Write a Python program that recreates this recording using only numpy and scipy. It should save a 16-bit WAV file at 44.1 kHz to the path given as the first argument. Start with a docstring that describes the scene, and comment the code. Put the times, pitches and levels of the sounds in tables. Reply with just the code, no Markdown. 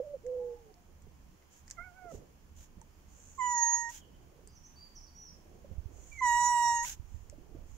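"""Two loud, shrill meows, each begun and ended by a hiss of air, follow two closed-mouth moans and a small mew.
Farm cats beg in a wet yard, right under a hand-held phone with a left and a right microphone port.
Calls are sums of gliding harmonics with leaking air; sniffs are swells of coloured noise.
Noise snaps make ticks and the crackle that ends the last meow; paws pad as damped tones; far off a bird sings.
A faint far cat reaches the yard by echo alone; handling, rumble, rustle and hiss are shaped noise."""
import sys
import numpy as np
from scipy import signal
from scipy.fft import rfft, irfft, next_fast_len
from scipy.io import wavfile
from scipy.ndimage import uniform_filter1d, map_coordinates

SR = 44100
rng = np.random.default_rng(int(sys.argv[2]) if len(sys.argv) > 2 else 0)


def wav_record(signal):
    """Record a signal, one row per channel, as 16-bit PCM in the file named by sys.argv[1]."""
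    frames = np.transpose(np.atleast_2d(signal))
    bounded = np.clip(frames, -1, 1)
    # unit amplitude maps onto the largest positive 16-bit level
    quanta = np.round(bounded * 32767).astype(np.int16)
    wavfile.write(sys.argv[1], SR, quanta)


N = 342646
T = np.arange(N) / SR

# Loud meows at close range: attack_s, mouth_opening_s, mouth_closing_s, fundamental_db, sag_db_per_s,
# second_harmonic_db, second_harmonic_push_db (extra at the start), overtones_db, last_puff_db, left_lead_rad
LOUD_MEOWS = [(.0095, .2, 0.27, -31.5, 5, -41.5, -2.5, -53, -52.5, .75),
              (0.0068, .08, .16, -27.5, -1, -40, 8, -45.5, -43.5, 0.22)]
# Each loud meow scoops down and sags: time_s, pitch_hz
MEOW_PITCH = [
    [(3.377, 1070), (3.39, 1064), (3.415, 997.6), (3.53, 973), (3.57, 952), (3.66, 932.4), (3.735, 949.4),
     (3.87, 931.7), (3.92, 960)],
    [(6.206, 1077), (6.222, 1009), (6.275, 959), (6.315, 953), (6.36, 960.8), (6.475, 970.7), (6.56, 959),
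     (6.825, 939), (6.862, 997)],
]
# Throat colour of each meow's overtones: frequency_hz, level_db
THROAT_COLOURS = [
    [(2820, -18.5), (2900, -14), (2970, 4.5), (3200, -4), (3800, -20.5), (4750, -14), (5700, 3),
     (7600, -0.5), (8600, -16), (10500, -32), (14500, -31)],
    [(2900, -7.5), (3850, -13.5), (4800, -19.5), (5800, 1.5), (7700, -0.5), (8650, -27), (9650, -12),
     (11500, -38), (12600, -18.5), (14500, -27)],
]
# The shrill seventh harmonic of each meow: time_s, level_db
SEVENTH_HARMONIC = [
    [(3.39, -50), (3.48, -42), (3.53, -36.5), (3.735, -27), (3.8, -37), (3.89, -57.5)],
    [(6.21, -52.5), (6.29, -40.5), (6.39, -46.5), (6.465, -33), (6.54, -53), (6.7, -45), (6.77, -35.5),
     (6.85, -43)],
]
# Left-right balance of the meows' fundamental as the head turns: time_s, balance_db
HEAD_TURN_BALANCE = [(3.39, -11.5), (3.65, 2.5), (3.77, 3.5), (3.81, -6.5), (6.7, -4), (6.83, 3.5)]
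# Air leaking through a meow: frequency_hz, level_db
LEAKING_AIR = [(700, -19.5), (1150, 0), (1550, 10.5), (2300, -28.5), (4500, -30.5), (6000, 5.5), (6800, 19),
               (8500, -11), (11500, -24), (13300, -16), (15500, -25)]
# Closed-mouth moans: time_s, pitch_hz, level_db
MOANS = [
    [(0, 518, -30), (0.015, 488, -40), (0.042, 630, -49), (0.07, 585, -46), (0.135, 584, -43.5),
     (0.155, 523, -39.5), (0.172, 470, -58)],
    [(0.235, 436, -59.5), (0.258, 488, -40.5), (0.285, 508.3, -36.5), (.385, 496, -35), (.54, 478, -44),
     (.58, 480, -62.5), (.72, 416, -61)],
]
# Flutter of each moan, the first rough, the second smooth: flutter_db
MOAN_FLUTTER = [2, 0.5]
# Small mew: time_s, pitch_hz, level_db, mouth_resonance_hz
MEW = [(1.769, 716, -60, 1650), (1.788, 674, -43, 1440), (1.845, 745, -52, 1770), (1.875, 730, -51.5, 1300),
       (1.93, 696, -66, 640), (1.97, 759, -58, 1330), (2.045, 724, -51.5, 890), (2.122, 644, -47.5, 330)]
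# Throat whistle just before the last meow: time_s, pitch_hz, level_db
SQUEAK = [(6.113, 2430, -67.5), (6.122, 2360, -55.5), (6.17, 2250, -52.5), (6.18, 2100, -44.5),
          (6.21, 2055, -39.5)]
# Sniffs at the microphone: start_s, length_s, level_db, breadth (0 = thin hiss, 1 = open rasp)
SNIFFS = [(1.5, 0.13, -65.5, 0.52), (1.654, 0.12, -67.5, 0.17), (2.082, 0.13, -64, 0.62),
          (2.55, 0.14, -62.5, 0.78), (7.03, 0.29, -74.5, .05), (7.648, 0.25, -70, .1)]
# Air through a narrow mouth: frequency_hz, level_db
THIN_HISS = [(2650, -11), (4500, -24.5), (5650, -7.5), (6250, 5.5), (7020, 7.5), (7540, -2), (8130, -6),
             (11000, -27), (14300, -57), (22000, -120)]
# Air through an open mouth: frequency_hz, level_db
OPEN_RASP = [(410, -53.5), (700, -28.5), (884, -5), (1060, -37), (1510, -10), (2280, -13.5), (3160, -9.5),
             (4150, -15), (4480, -16), (6790, 0), (8690, -20), (11700, -15), (15600, -15.5)]
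# Ticks of claws and grit, and the two crackles that end the last meow:
# start_s, peak_db, centre_hz, body_db (over the snap)
TICKS_AND_CRACKLES = [(0.2652, -45, 6570, -5), (0.7414, -51, 5580, -16), (1.0209, -47.5, 6540, -15),
                      (1.4237, -60.5, 5040, 14.5), (1.6796, -38, 5730, -10), (1.7014, -35.5, 6540, -12),
                      (1.71, -25.5, 6100, -11.5), (1.7163, -40.5, 5400, -22), (2.815, -42, 6830, -9),
                      (4.4742, -38, 7540, -27.5), (6.8349, -32.5, 7500, -13), (6.8492, -27.5, 6560, 0.5),
                      (7.2981, -38, 6250, -14.5)]
# The firmest pats of paws: start_s, peak_db, pitch_hz
FIRM_PATS = [(1.068, -51.5, 408), (2.121, -41, 545), (2.136, -40, 220), (2.145, -38.5, 430),
             (2.771, -44, 184), (2.816, -52, 902), (5.645, -44, 556), (5.714, -42, 174),
             (7.326, -46.5, 587), (7.381, -45, 279), (7.547, -40.5, 320)]
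# Shuffles of fur and feet: middle_s, half_length_s, level_db
SHUFFLES = [(.39, 0.28, -70.5), (2.17, .14, -62.5), (4.201, .3, -68.5), (5.561, 0.25, -65),
            (5.97, 0.12, -64), (7.498, .22, -66)]
# Bumps of the hand on the phone: start_s, peak_db
BUMPS = [(5.712, -35), (5.78, -29), (5.856, -31), (6.996, -33), (7.143, -33.5), (7.294, -44.5)]
# The hand shifting on the phone: time_s, level_db
HANDLING = [(5.55, -80.5), (5.75, -51.5), (6.0, -58), (6.5, -54), (6.7, -63.5), (7.0, -51), (7.399, -57),
            (7.77, -50)]
# The far bird's pure, arched whistles: start_s, length_s, top_pitch_hz, level_db
WHISTLES = [(4.756, 0.13, 4700, -56), (5.145, .135, 5850, -52.5)]
# The far bird's short chips: start_s, pitch_hz, level_db, glide (share of the pitch)
CHIPS = [(3.954, 3200, -63.5, -.08), (4.007, 3090, -65, -.16), (4.13, 3060, -71, .05),
         (4.468, 4840, -66, .02), (4.504, 5980, -69, .16), (4.547, 5820, -59, -.14),
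         (4.636, 5950, -55, .09), (4.952, 5700, -51, -.13), (5.02, 5760, -58, 0), (5.06, 4760, -63.5, -.1),
         (5.264, 5410, -54, -.11)]
# A faint answering call from a far cat: time_s, pitch_hz, level_db
FAR_CALL = [(.36, 828, -59), (0.48, 866, -64), (.74, 686, -66.5)]
# Colour of the low rumble: frequency_hz, level_db
RUMBLE_COLOUR = [(12, -29), (20, -0.5), (32, 3), (43, -14), (59, -2), (75, 0.5), (98, -11), (152, -11),
                 (300, -19), (390, -46), (660, -120)]
# Colour of the rustle: frequency_hz, level_db
RUSTLE_COLOUR = [(110, -17.5), (180, -1.5), (233, -11), (327, -0.5), (502, -5.5), (583, -5.5), (735, -10),
                 (1300, -48.5), (1690, -63), (2860, -120)]
# Colour of the even hiss: frequency_hz, level_db
HISS_COLOUR = [(470, -17), (800, -2.5), (1000, -2), (1370, -7.5), (1770, -8), (1910, -9.5), (3180, -11.5),
               (3690, -18), (6950, -10), (7870, -20.5), (9140, -20.5), (13300, -19.5), (14700, -17),
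               (15600, -15.5)]
# Likeness of noise at the two ports: frequency_hz, likeness (1 = same, 0 = unrelated)
PORT_LIKENESS = [(60, 0.8), (180, 0.7), (550, 0.26), (1650, -0.1), (4970, 0.1), (15000, 0)]

RELEASE_S, EDGE_DB = 0.0073, 28  # the voice rises from and falls to this far below its level
EDGE_STEEPER = 2.7  # the upper harmonics come later and leave sooner than the fundamental
SHUT_DB, SPENT_DB = 11, 11.5  # a shut mouth dulls the overtones; the fundamental fades as it closes
PUSH_S = 0.16  # length of the first push, which shifts the second harmonic's level
SKIRT_DB_PER_HZ = .017  # loss of a mew's harmonic with its distance from the mouth resonance
LEAD_IN_S, LEAD_IN_LENGTH_S, LEAD_IN_DB = 0.31, 0.48, -63  # thin hiss: time before the meow, length, level
LAST_PUFF_EARLY_S, LAST_PUFF_S = .022, .12  # the rasp that ends a meow overlaps the voice
BREAK_EARLY_S, BREAK_S, BREAK_DB = .04, .045, -1  # thin hiss as the voice breaks off; level over the rasp's
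LIGHT_PAT_DB, LIGHT_PAT_HZ = 11.5, 369  # typical peak over the shuffle's level, typical pitch
WHISTLE_ARCH, CHIP_S = 0.0394, .044  # the ends of a whistle lie this share lower; length of a chip
RUMBLE_DB, RUSTLE_DB = -60, -73.5  # steady levels before any swell
TOP_HZ = 15720  # the phone's band limit


def amp(db):
    """Decibels to gain."""
    return 10 ** (np.asarray(db) / 20)


def unit(x):
    """Scale to rms 1."""
    return x / np.sqrt(np.mean(x ** 2) + 1e-20)


def along(points, hz):
    """Read (frequency, value) points on a log frequency axis."""
    f, v = np.transpose(points)
    return np.interp(np.log(hz + 1), np.log(f + 1), v)


def over_time(points, t):
    """Read (time, value) points at the times t."""
    return np.interp(t, *np.transpose(points))


def pan(db):
    """Left and right gains, left over right in dB, whose mean is 1."""
    left = amp(np.atleast_1d(db))
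    return 2 * np.array([left, np.ones_like(left)]) / (1 + left)


def wobble(t, rate):
    """A smooth random curve over the times t, rate knots a second."""
    knot = (t - t[0]) * rate
    return map_coordinates(rng.standard_normal(int(knot[-1]) + 4), [knot + 1])


def filtered(x, response):
    """Apply a response of frequency to x."""
    n = x.shape[-1]
    padded = next_fast_len(n + 8192)
    spectrum = rfft(x, padded) * response(np.fft.rfftfreq(padded, 1 / SR))
    return irfft(spectrum, padded)[..., :n]


def noise(colour, size, alike=PORT_LIKENESS):
    """Coloured noise at both ports, scaled so that their middle has rms 1."""
    def mid_side_response(hz):
        turn = np.arccos(np.clip(along(alike, hz), -1, 1)) / 2
        return amp(along(colour, hz)) * [np.cos(turn), np.sin(turn)]

    mid, side = filtered(rng.standard_normal((2, size)), mid_side_response)
    return np.array([mid + side, mid - side]) / np.std(mid)


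def add(out, s, x):
    """Mix x into out from time s on."""
    start = max(0, round(s * SR))
    out[:, start:start + x.shape[-1]] += x[..., :N - start]


def call(rows, jitter):
    """Times, soft gate, vocal-fold phase, jittered pitch and control curves of one call."""
    s, *columns = np.transpose(rows)
    t = np.arange(s[0], s[-1], 1 / SR)
    pitch, *controls = [np.interp(t, s, column) for column in columns]
    pitch = pitch * (1 + jitter * wobble(t, 70) + jitter * wobble(t, 400))
    gate = np.clip(np.minimum(t - t[0], t[-1] - t) / 0.0022, 0, 1)
    phase = 2 * np.pi * np.cumsum(pitch) / SR
    return t, gate, phase, pitch, controls


def harmonic(t, phase, lead, sway_db, flutter_db):
    """One harmonic at both ports; it fades in and out as the head turns among ground reflections."""
    fading = np.array([wobble(t, 12), wobble(t, 12.9)])
    offset = rng.uniform(0, 2 * np.pi) + np.array([[lead], [-lead]]) / 2
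    level = amp(sway_db * fading + flutter_db * wobble(t, 90))
    return np.sqrt(2) * level * np.sin(phase + offset)


def meows():
    """High harmonics brighten with the open mouth; the seventh rings on a sharp resonance; air leaks between."""
    out = np.zeros((2, N))
    for rows, meow, seventh, throat in zip(MEOW_PITCH, LOUD_MEOWS, SEVENTH_HARMONIC, THROAT_COLOURS):
        (attack_s, opening_s, closing_s, first_db, sag_db_per_s,
         second_db, push_db, overtones_db, _, lead) = meow
        t, gate, phase, pitch, _ = call(rows, jitter=0.0021)
        age, left = t - t[0], t[-1] - t
        edge = -EDGE_DB * (np.exp(-age / attack_s) + np.exp(-left / RELEASE_S))
        unopened = np.clip(1 - age / opening_s, 0, 1)
        closed = np.clip(1 - left / closing_s, 0, 1)

        # level curves in dB
        first = first_db + edge - sag_db_per_s * age - SPENT_DB * closed
        push = push_db * np.exp(-(age / PUSH_S) ** 2)
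        second = second_db + EDGE_STEEPER * edge + push - 3 * closed
        overtones = overtones_db + EDGE_STEEPER * edge - SHUT_DB * (unopened + closed)
        ring = over_time(seventh, t) + edge

        low = amp(first) * harmonic(t, phase, lead, sway_db=.25, flutter_db=.15)
        low = low * pan(over_time(HEAD_TURN_BALANCE, t))
        high = amp(second) * harmonic(t, 2 * phase, 1.1, sway_db=1.2, flutter_db=.4)
        for k in range(3, 17):
            rings = k == 7
            if rings:
                db = ring + 1.5 * wobble(t, 55)
            else:
                db = overtones + along(throat, k * pitch) + 1.5 * wobble(t, 30)
            # uneven fold closures blur the upper harmonics most
            shiver = (k / 15.5) ** 3 * wobble(t, 1000)
            overtone_lead = rng.uniform(.8, 1.8)
            sway_db = 1 if rings else 2.7
            high += amp(db) * harmonic(t, k * phase + shiver, overtone_lead, sway_db, flutter_db=1.6)

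        # the leak pulses with the vocal folds and follows the mean of the upper levels
        leak = noise(LEAKING_AIR, len(t)) * (1 + .5 * np.sin(phase)) * amp(1.8 * wobble(t, 35))
        high += amp(-15 + (second + overtones + ring) / 3) * leak
        add(out, t[0], gate * (low + high * pan(-11.0)))
    return out


def squeak():
    """Just before the last meow the tight throat whistles down onto its second harmonic."""
    out = np.zeros((2, N))
    t, gate, phase, _, (db,) = call(SQUEAK, jitter=0.0058)
    tone = np.sin(phase) + amp(-30) * np.sin(2 * phase) + amp(-14.5) * np.sin(3 * phase)
    add(out, t[0], gate * amp(db + 2.9 * wobble(t, 120)) * tone * pan(-10.5))
    return out


def moans(calls, flutters_db):
    """With the mouth shut, almost only the fundamental gets out, with a low murmur of noise."""
    out = np.zeros((2, N))
    murmur_colour = [(250, -18.5), (500, 5), (850, -4.5), (1400, -31.5), (3000, -36.5)]
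    for rows, flutter_db in zip(calls, flutters_db):
        t, gate, phase, _, (db,) = call(rows, jitter=0.009)
        tone = harmonic(t, phase, 0, sway_db=.3, flutter_db=flutter_db)
        tone = tone + amp(-40) * np.sin(2 * phase)
        murmur = amp(-28.0) * noise(murmur_colour, len(t))
        add(out, t[0], gate * amp(db) * (tone + murmur) * pan(-6))
    return out


def mew():
    """The mouth opens twice; its resonance picks out the nearest harmonic, at last the fundamental."""
    out = np.zeros((2, N))
    t, gate, phase, pitch, (db, mouth_hz) = call(MEW, jitter=0.0075)
    tone = 0
    for k in range(1, 4):
        loss_db = SKIRT_DB_PER_HZ * np.abs(k * pitch - mouth_hz)
        tone = tone + amp(db - loss_db) * harmonic(t, k * phase, 0.39, sway_db=0.5, flutter_db=2.0)
    add(out, t[0], gate * tone * pan(-12.5))
    return out


def puff(length, db, breadth, skew):
    """Unvoiced air: a narrow mouth hisses on its resonance, an open one rasps broadly; a low skew peaks early."""
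    u = np.linspace(0, 1, int(length * SR))
    share = np.clip(breadth, 0, 1)
    air = np.sqrt(1 - share) * noise(THIN_HISS, len(u)) + np.sqrt(share) * noise(OPEN_RASP, len(u))
    swell = np.abs(np.sin(np.pi * u ** skew)) ** 1.1
    return amp(db + 1.5 * wobble(u * length, 200)) * swell * air * pan(-4.0)


def puffs():
    """A cat sniffs at the microphone; each loud meow starts in a thin hiss and ends in a rasp."""
    out = np.zeros((2, N))
    for s, length, db, breadth in SNIFFS:
        add(out, s, puff(length, db, breadth, skew=0.76))
    for rows, (*_, puff_db, _) in zip(MEOW_PITCH, LOUD_MEOWS):
        start, end = rows[0][0], rows[-1][0]
        add(out, start - LEAD_IN_S, puff(LEAD_IN_LENGTH_S, LEAD_IN_DB, breadth=.07, skew=.83))
        add(out, end - LAST_PUFF_EARLY_S, puff(LAST_PUFF_S, puff_db, breadth=0.81, skew=.72))
        add(out, end - BREAK_EARLY_S, puff(BREAK_S, puff_db + BREAK_DB, breadth=.15, skew=1))
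    return out


def ticks_and_crackles():
    """Each tick or crackle is a sharp, bright snap with a little body and a short scatter after it."""
    out, t = np.zeros((2, N)), np.arange(SR // 10) / SR
    body_colour = [(1000, -22), (1950, 13.5), (2800, -15.0), (7000, -42.5)]
    # a fast fall of 60 dB in 7.5 ms over a weak one in 80 ms
    decay = (amp(-60 * t / .0075) + amp(-20) * amp(-60 * t / .08)) * (1 - np.exp(-t / .00012))
    for s, db, hz, body_db in TICKS_AND_CRACKLES:
        snap_colour = [(hz * 0.7, -24), (hz * 0.85, -2), (hz * 1.25, -2), (hz * 1.45, -22), (hz * 3, -32)]
        snap = noise(snap_colour, len(t))
        body = noise(body_colour, len(t))
        add(out, s, amp(db - 8.0) * decay * (snap + amp(body_db) * body) * pan(-3.5))
    return out


def light_pats():
    """Three light pats scattered over each shuffle, with random force and pitch."""
    pats = []
    for s, half, db in SHUFFLES:
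        for when, force, size in rng.uniform(-1, 1, size=(3, 3)):
            pats.append((s + half * when, db + LIGHT_PAT_DB + 3 * force, LIGHT_PAT_HZ * 1.4 ** size))
    return pats


def paw_pats():
    """Soft contacts give a few damped cycles and a brush of noise."""
    out, t = np.zeros((2, N)), np.arange(SR // 6) / SR
    brush_colour = [(80, 6.5), (250, -6), (600, -7.5), (1000, -24.0), (3000, -36.5), (9000, -53.0)]
    for s, db, hz in list(FIRM_PATS) + light_pats():
        knock = np.sin(2 * np.pi * hz * t) * amp(-60 * t / 0.047)
        brush = noise(brush_colour, len(t)) * amp(-60 * t / 0.23)
        onset = 1 - np.exp(-t / 0.0017)
        add(out, s, amp(db + 2.5) * onset * (knock + amp(-10.5) * brush) * pan(-7.5))
    return out


def phone_bumps():
    """Bumps of the hand on the phone give one deep push, almost only at the right port."""
    out, t = np.zeros((2, N)), np.arange(SR // 6) / SR
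    push = np.sin(2 * np.pi * 72 * t) * amp(-60 * t / 0.049) * (1 - np.exp(-t / 0.006))
    for s, db in BUMPS:
        add(out, s, amp(db + 8) * push * pan(-38))
    return out


def handling():
    """Fingers press on the case near the right port and make it boom very low."""
    boom_colour = [(10, -13.5), (25, -3), (50, -2.5), (100, -12.5), (300, -50.0), (1000, -120)]
    level = amp(over_time(HANDLING, T) + 2.5 * wobble(T, 17))
    return level * noise(boom_colour, N) * pan(-18.5)


def note(pitch, db, buzz):
    """One thin bird note along a pitch curve; buzz is the random share of the pitch."""
    u = np.linspace(0, 1, len(pitch))
    pitch = pitch * (1 + buzz * wobble(T[:len(u)], 901))
    swell = np.abs(np.sin(np.pi * u)) ** 0.52
    return amp(db) * swell * np.sin(2 * np.pi * np.cumsum(pitch) / SR)


def bird():
    """Far bird: long whistles arch and are pure; short chips glide and buzz."""
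    out = np.zeros((2, N))
    for s, length, hz, db in WHISTLES:
        arch = 1 - WHISTLE_ARCH * np.linspace(-1, 1, int(length * SR)) ** 2
        add(out, s, note(hz * arch, db, buzz=0.0072))
    for s, hz, db, glide in CHIPS:
        slide = 1 + glide * np.linspace(-.5, .5, int(CHIP_S * SR))
        add(out, s, note(hz * slide, db, buzz=0.033))
    return out * pan(-4)


def echo(x, t60):
    """The diffuse answer of walls and yard: a noise tail that falls 60 dB in t60 seconds."""
    t = np.arange(SR * 2 // 3) / SR
    tail = rng.standard_normal((2, len(t))) * amp(-60 * t / t60) * (1 - np.exp(-t / 0.024))
    return signal.fftconvolve(x, tail / np.linalg.norm(tail[0]), axes=1)[:, :N]


def background():
    """Low, lumpy rumble, a patchy rustle that swells with each shuffle, and an even hiss."""
    rumble_level = amp(RUMBLE_DB + 1.6 * wobble(T, 15) + 1.8 * wobble(T, 4.6))
    rumble = rumble_level * noise(RUMBLE_COLOUR, N) * pan(-4.5)

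    # random patches in time and frequency, alike at both ports
    cells = signal.stft(noise(RUSTLE_COLOUR, N), nperseg=1024)[2]
    patches = uniform_filter1d(rng.standard_normal(cells.shape[1:]), size=3, axis=0)
    patches = unit(uniform_filter1d(patches, size=5, axis=1))
    patchy = signal.istft(cells * amp(2.5 * patches), nperseg=1024)[1][:, :N]
    swell_power = sum((amp(db) * np.exp(-((T - s) / half) ** 2)) ** 2 for s, half, db in SHUFFLES)
    rustle = np.sqrt(amp(RUSTLE_DB) ** 2 + swell_power) * patchy * pan(-2.0)

    hiss = amp(-70.5 + 0.72 * wobble(T, 3.96)) * noise(HISS_COLOUR, N) * pan(-3)
    return rumble + rustle + hiss


def scene():
    """The near cats are almost dry; the bird comes with wall reflections, the far cat only by them."""
    voices = meows() + squeak() + moans(MOANS, MOAN_FLUTTER) + mew() + puffs()
    near = voices + ticks_and_crackles() + paw_pats() + phone_bumps()
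    song = bird()
    far_cat = moans([FAR_CALL], [0])
    far = song + amp(-2) * echo(song, t60=.36) + amp(-3) * echo(far_cat, t60=.36)
    return near + amp(-24.0) * echo(near, t60=0.19) + far + handling() + background()


def record(dry):
    """The phone keeps nothing above its band limit."""
    return filtered(dry, lambda hz: hz < TOP_HZ)


dry = scene()
out = record(dry)
wav_record(out)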